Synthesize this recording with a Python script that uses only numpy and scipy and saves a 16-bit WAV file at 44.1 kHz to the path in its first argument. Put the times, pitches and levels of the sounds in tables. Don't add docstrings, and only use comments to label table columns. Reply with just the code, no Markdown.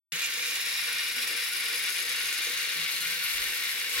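import sys
import numpy as np
from scipy import signal
from scipy.fft import rfft, irfft, next_fast_len
from scipy.io import wavfile
from scipy.ndimage import map_coordinates

SR = 44100
rng = np.random.default_rng(int(sys.argv[2]) if len(sys.argv) > 2 else 0)


def output_pcm(signal):
    pcm = np.clip(np.atleast_2d(signal).T, -1, 1) * 32767
    wavfile.write(sys.argv[1], SR, np.round(pcm).astype(np.int16))


N = 176400

# middle in seconds, length in seconds, pitch in Hz, level in dB.
LOW_BOOMS_AND_BUMPS = [(0.139, 0.14, 168.3, -53), (1.2, 0.21, 248, -57.5), (2.81, 0.16, 158, -53),
                       (3.104, 0.5, 160.2, -58), (3.421, 0.29, 45.2, -53.5), (4.0, .16, 48, -52)]
# frequency in Hz, relative level in dB.
RUMBLE_TONE = [(20, -29), (50, -9.5), (130, -10), (260, -6), (360, -1), (490, -2), (620, -9.5),
               (2000, -27.5)]
# time in seconds, boost or cut in dB.
RAIL_SPOTS = [(.79, -18), (1.333, 7), (1.47, -10), (1.56, 4.5), (1.74, 4.5), (2.02, 5.5), (2.48, 6.5),
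              (3.27, -7), (3.44, 4.5), (3.97, 4.5)]
# time in seconds, frequency in Hz, level in dB.
WHEEL_SCRAPES = [(.248, 6700, -34.5), (3.247, 11500, -33.5)]
WHINE_TIMES = [.9, 1.18, 1.53, 1.71, 1.9, 2.22, 2.34, 3.05, 3.25]
# time in seconds, strength in dB.
GEAR_SNAPS = [(0.5562, -10), (1.276, -14), (1.99, -18), (2.262, -22), (2.3272, -12)]
# time in seconds, speed in turns per second.
SHAFT_SPEED = [(.12, 26.7), (.62, 25), (.85, 26), (1.45, 24.1), (2.05, 31.4), (2.3, 26), (2.6, 25),
               (3.1, 31.7), (3.65, 28.4), (4, 25)]
# frequency in Hz, relative level in dB.
TICK_TONE = [(700, -29.5), (2000, -5.5), (4000, -5), (6700, -1.5), (7200, -4), (8600, -1), (13400, -1),
             (15000, -12.5), (15700, -3.5)]
# frequency in Hz, width in Hz,
# relative level in dB, strongest moment in seconds, spread in seconds.
TICK_BANDS = [(2395, 90, -1.5, 0.67, 0.84), (3890, 200, -3.5, 0.91, 0.63), (6630, 1000, -1, 0.13, 0.44),
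              (6296, 770, -5, 2.34, 0.55), (5400, 300, -2, 0.99, 0.73), (4920, 310, -2.5, 1.54, 0.86),
              (4230, 400, -2.5, 2.87, 0.52), (10670, 1700, 1.5, 1.64, 1.0), (11400, 830, -5.5, 3.5, 0.48)]
# time in seconds, gain in dB.
TICK_GAIN = [(0.14, -41), (0.3, -40.5), (2.31, -41), (2.69, -41.5), (3.09, -38), (3.2, -40.5), (3.4, -38),
             (3.86, -40), (4.0, -34.5)]
# pitch in Hz, width in Hz, relative level in dB.
FRAME_NOTES = [(1174, 42, -11.5), (1445, 25, -2.5), (1559, 33, 0), (1728, 14.4, -1.5), (1870, 108, -0.5),
               (2122, 99, -2), (2238, 46, 1.5), (2371, 56, -0.5), (2744, 83, 0.9), (2886, 26, 0.5),
               (3404, 224, -5), (3744, 53, -0.5), (4190, 19, -8)]
# time in seconds, strength in dB.
GEAR_SURGES = [(.25, 6), (.48, 4), (.99, 4), (1.22, 2.5), (2.335, 0.5), (2.45, 2.5), (3.05, 2.5)]
# frequency in Hz, relative level in dB.
WOOD_TONE = [(300, -56), (800, -25.5), (1300, -13.5), (2200, 0.5), (2900, -4), (3120, -6.5), (3450, -5),
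             (5550, -8), (5850, -17.5), (15000, -55.5)]
# time in seconds, level in dB.
WHIR_LEVEL = [(0.14, -33.2), (1.07, -31), (1.14, -34), (1.18, -31.5), (1.46, -33), (1.73, -31), (1.77, -34),
              (1.89, -30.5), (1.93, -33), (1.98, -30), (2.04, -33.7), (2.1, -31), (3.93, -32), (4.0, -27.8)]
# time in seconds, left ear's delay in ms, left level over right in dB.
ENGINE_PATH = [(.12, 0.062, 0.5), (1.4, -0.0023, 2), (3.2, -0.054, 2)]


def amp(db):
    return 10 ** (np.asarray(db) / 20)


def unit(x):
    return x / np.sqrt(np.mean(x ** 2) + 1e-20)


def curves(rows):
    times, *columns = np.transpose(rows)
    return [np.interp(np.arange(N) / SR, times, column) for column in columns]


def swells(rows, half_s):
    return sum(height * np.exp(-((np.arange(N) / SR - s) / half_s) ** 2) for s, height in rows)


def wobble(per_s):
    return map_coordinates(rng.standard_normal(int(N * per_s / SR) + 4), [np.arange(N) * per_s / SR])


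def filtered(x, response):
    size = 2 * next_fast_len(N // 2 + SR // 4)
    return irfft(rfft(x, size) * response(np.fft.rfftfreq(size, 1 / SR)), size)[..., :N]


def resonance(f, hz, width_hz):
    return 1j * f * width_hz / (hz * hz - f * f + 1j * f * width_hz)


def band(x, hz, width_hz):
    return unit(filtered(x, lambda f: resonance(f, hz, width_hz) ** 2))


def coloured(x, tone):
    hz, db = np.transpose(tone)
    def response(f):
        gain = amp(np.interp(np.log(f + 1), np.log(hz + 1), db))
        cepstrum = irfft(np.log(gain))
        middle = len(cepstrum) // 2
        cepstrum[1:middle] *= 2
        cepstrum[middle + 1:] = 0
        return np.exp(rfft(cepstrum))
    return unit(filtered(x, response))


def dying(power, decay_s):
    keep = np.exp(-2 / (decay_s * SR))
    return signal.lfilter([1 - keep], [1, -keep], power)


def radiate(power, apart_db, near_db, room_db, near_s=0.024, room_s=0.064):
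    heard = power + amp(near_db) ** 2 * dying(power, near_s) + amp(room_db) ** 2 * dying(power, room_s)
    return np.sqrt(heard) * (rng.standard_normal(N) + amp(apart_db) * rng.standard_normal((2, N)))


def contacts(samples, size_db, scrape_s):
    blows = np.bincount(np.clip(samples, 0, N).astype(int), amp(size_db) ** 2, N + 1)[:N]
    power = dying(blows, scrape_s)
    return power / power.mean()


def chatter(count, scatter_db, scrape_s):
    samples = rng.uniform(0, N, count)
    return contacts(samples, scatter_db * np.clip(rng.standard_normal(count), -2, 2), scrape_s)


def gear_teeth(per_turn, swing_db, alternate_db, scatter_db, jitter_s, scrape_s):
    turns = np.cumsum(curves(SHAFT_SPEED)[0]) / SR
    strikes = np.flatnonzero(np.diff(np.floor(turns * per_turn)))
    size, late = np.clip(rng.standard_normal((len(strikes), 2)), -2, 2).T
    size_db = swing_db * np.cos(2 * np.pi * turns[strikes]) + scatter_db * size
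    size_db += alternate_db * (np.arange(len(strikes)) % 2)
    return contacts(strikes + late * jitter_s * SR, size_db, scrape_s)


def low_booms_and_bumps():
    t = np.arange(N) / SR
    out = np.zeros(N)
    for s, length_s, hz, db in LOW_BOOMS_AND_BUMPS:
        rumble = amp(-6) * band(rng.standard_normal(N), hz, width_hz=80)
        tone = np.sin(2 * np.pi * (hz * t + rng.random()))
        swell = np.cos(np.pi * np.clip((t - s) / length_s, -.5, .5)) ** 2
        out += amp(db) * swell * (tone + rumble)
    return out


def wheels():
    touches = chatter(count=3000, scatter_db=0, scrape_s=0.0045)
    rolling = radiate(touches, apart_db=-5, near_db=-14, room_db=-9)
    rumble = coloured(rolling, RUMBLE_TONE)
    hum = band(rolling, hz=470, width_hz=75) * amp(-7 + 3 * wobble(per_s=10))
    hollow = filtered(rumble, lambda f: resonance(f, hz=380, width_hz=280))
    push = amp(swells(RAIL_SPOTS, half_s=0.044))
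    return amp(-58) * (rumble + (push - 1) * hollow + push * hum)


def wheel_scrapes():
    rub = rng.standard_normal((2, N))
    return sum(band(rub, hz, width_hz=1800) * swells([(s, amp(db))], half_s=0.014)
               for s, hz, db in WHEEL_SCRAPES)


def squeak(at_s=3.97, hz=1085, fall_hz_per_s=1000):
    t = np.arange(N) / SR - at_s
    phase = 2 * np.pi * (hz * t - fall_hz_per_s * t ** 2 / 2)
    return np.sin(phase) * swells([(at_s, amp(-46))], half_s=0.042)


def axle_whine(hz=1455, waver_hz=14):
    phase = 2 * np.pi * np.cumsum(hz + waver_hz * wobble(per_s=25)) / SR
    return np.sin(phase) * swells([(s, amp(-41)) for s in WHINE_TIMES], half_s=0.032)


def gear_snaps():
    power = np.zeros(N)
    for s, db in GEAR_SNAPS:
        power[round(s * SR)] = amp(db) ** 2
    snaps = radiate(dying(power, decay_s=0.0018), apart_db=4, near_db=0, room_db=-5.5)
    return filtered(snaps, lambda f: resonance(f, hz=4700, width_hz=11000))


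def gear_ticking(pulse_above_hz=8000):
    teeth = gear_teeth(per_turn=12, swing_db=10, alternate_db=6, scatter_db=1.5,
                       jitter_s=0.00016, scrape_s=0.0012)
    loose = chatter(count=2800, scatter_db=6.5, scrape_s=0.00056)
    ticks = radiate(amp(-11) * teeth + loose, apart_db=16, near_db=5, room_db=0.5)
    pulsing = radiate(teeth + loose, apart_db=18, near_db=-10, room_db=-22)
    rasping = radiate(loose, apart_db=-1.5, near_db=0.5, room_db=-11)
    out = amp(3.5) * coloured(ticks, TICK_TONE)
    for hz, width_hz, db, s, spread_s in TICK_BANDS:
        swell = np.exp(-.5 * ((np.arange(N) / SR - s) / spread_s) ** 2)
        out += amp(db) * swell * band(pulsing if hz > pulse_above_hz else rasping, hz, width_hz)
    return amp(curves(TICK_GAIN)[0]) * out


def plywood_frame(f, skew_radians=0.26, low_cut_hz=1000):
    ears = np.array([[1j], [-1j]])
    notes = sum(amp(db) * resonance(f, hz, width_hz) * np.exp(ears * skew_radians * (-1) ** k)
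                for k, (hz, width_hz, db) in enumerate(FRAME_NOTES))
    return notes * (f / (f + 1j * low_cut_hz)) ** 2


def gear_whir():
    teeth = gear_teeth(per_turn=6, swing_db=-3.5, alternate_db=1.5, scatter_db=3,
                       jitter_s=0.0007, scrape_s=0.0019)
    power = teeth + amp(7) * chatter(count=4200, scatter_db=3.5, scrape_s=0.00029)
    shaking = radiate(power, apart_db=-3.5, near_db=3, room_db=-2)
    surge = amp(swells(GEAR_SURGES, half_s=0.04))
    frame = unit(filtered(shaking, plywood_frame)) * np.sqrt(surge)
    panel = amp(0.5) * (surge - 1) * band(shaking, hz=2380, width_hz=130)
    ring = unit(frame + panel)
    knock = coloured(radiate(power, apart_db=5, near_db=-7, room_db=4), WOOD_TONE)
    return unit(ring + knock) * amp(curves(WHIR_LEVEL)[0])


def scene():
    engine = (gear_whir() + axle_whine() + squeak() + gear_ticking() + gear_snaps()
              + wheel_scrapes() + wheels() + low_booms_and_bumps())
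    delay_ms, balance_db = curves(ENGINE_PATH)
    shift = delay_ms * SR / 1000
    return np.array([map_coordinates(ear, [np.arange(N) - side * shift], order=5) * amp(side * balance_db)
                     for ear, side in zip(engine, (.5, -.5))])


def record(dry, start_s=0.12, top_hz=15830):
    return filtered(dry * (np.arange(N) / SR > start_s), lambda f: f < top_hz)


dry = scene()
out = record(dry)
output_pcm(out)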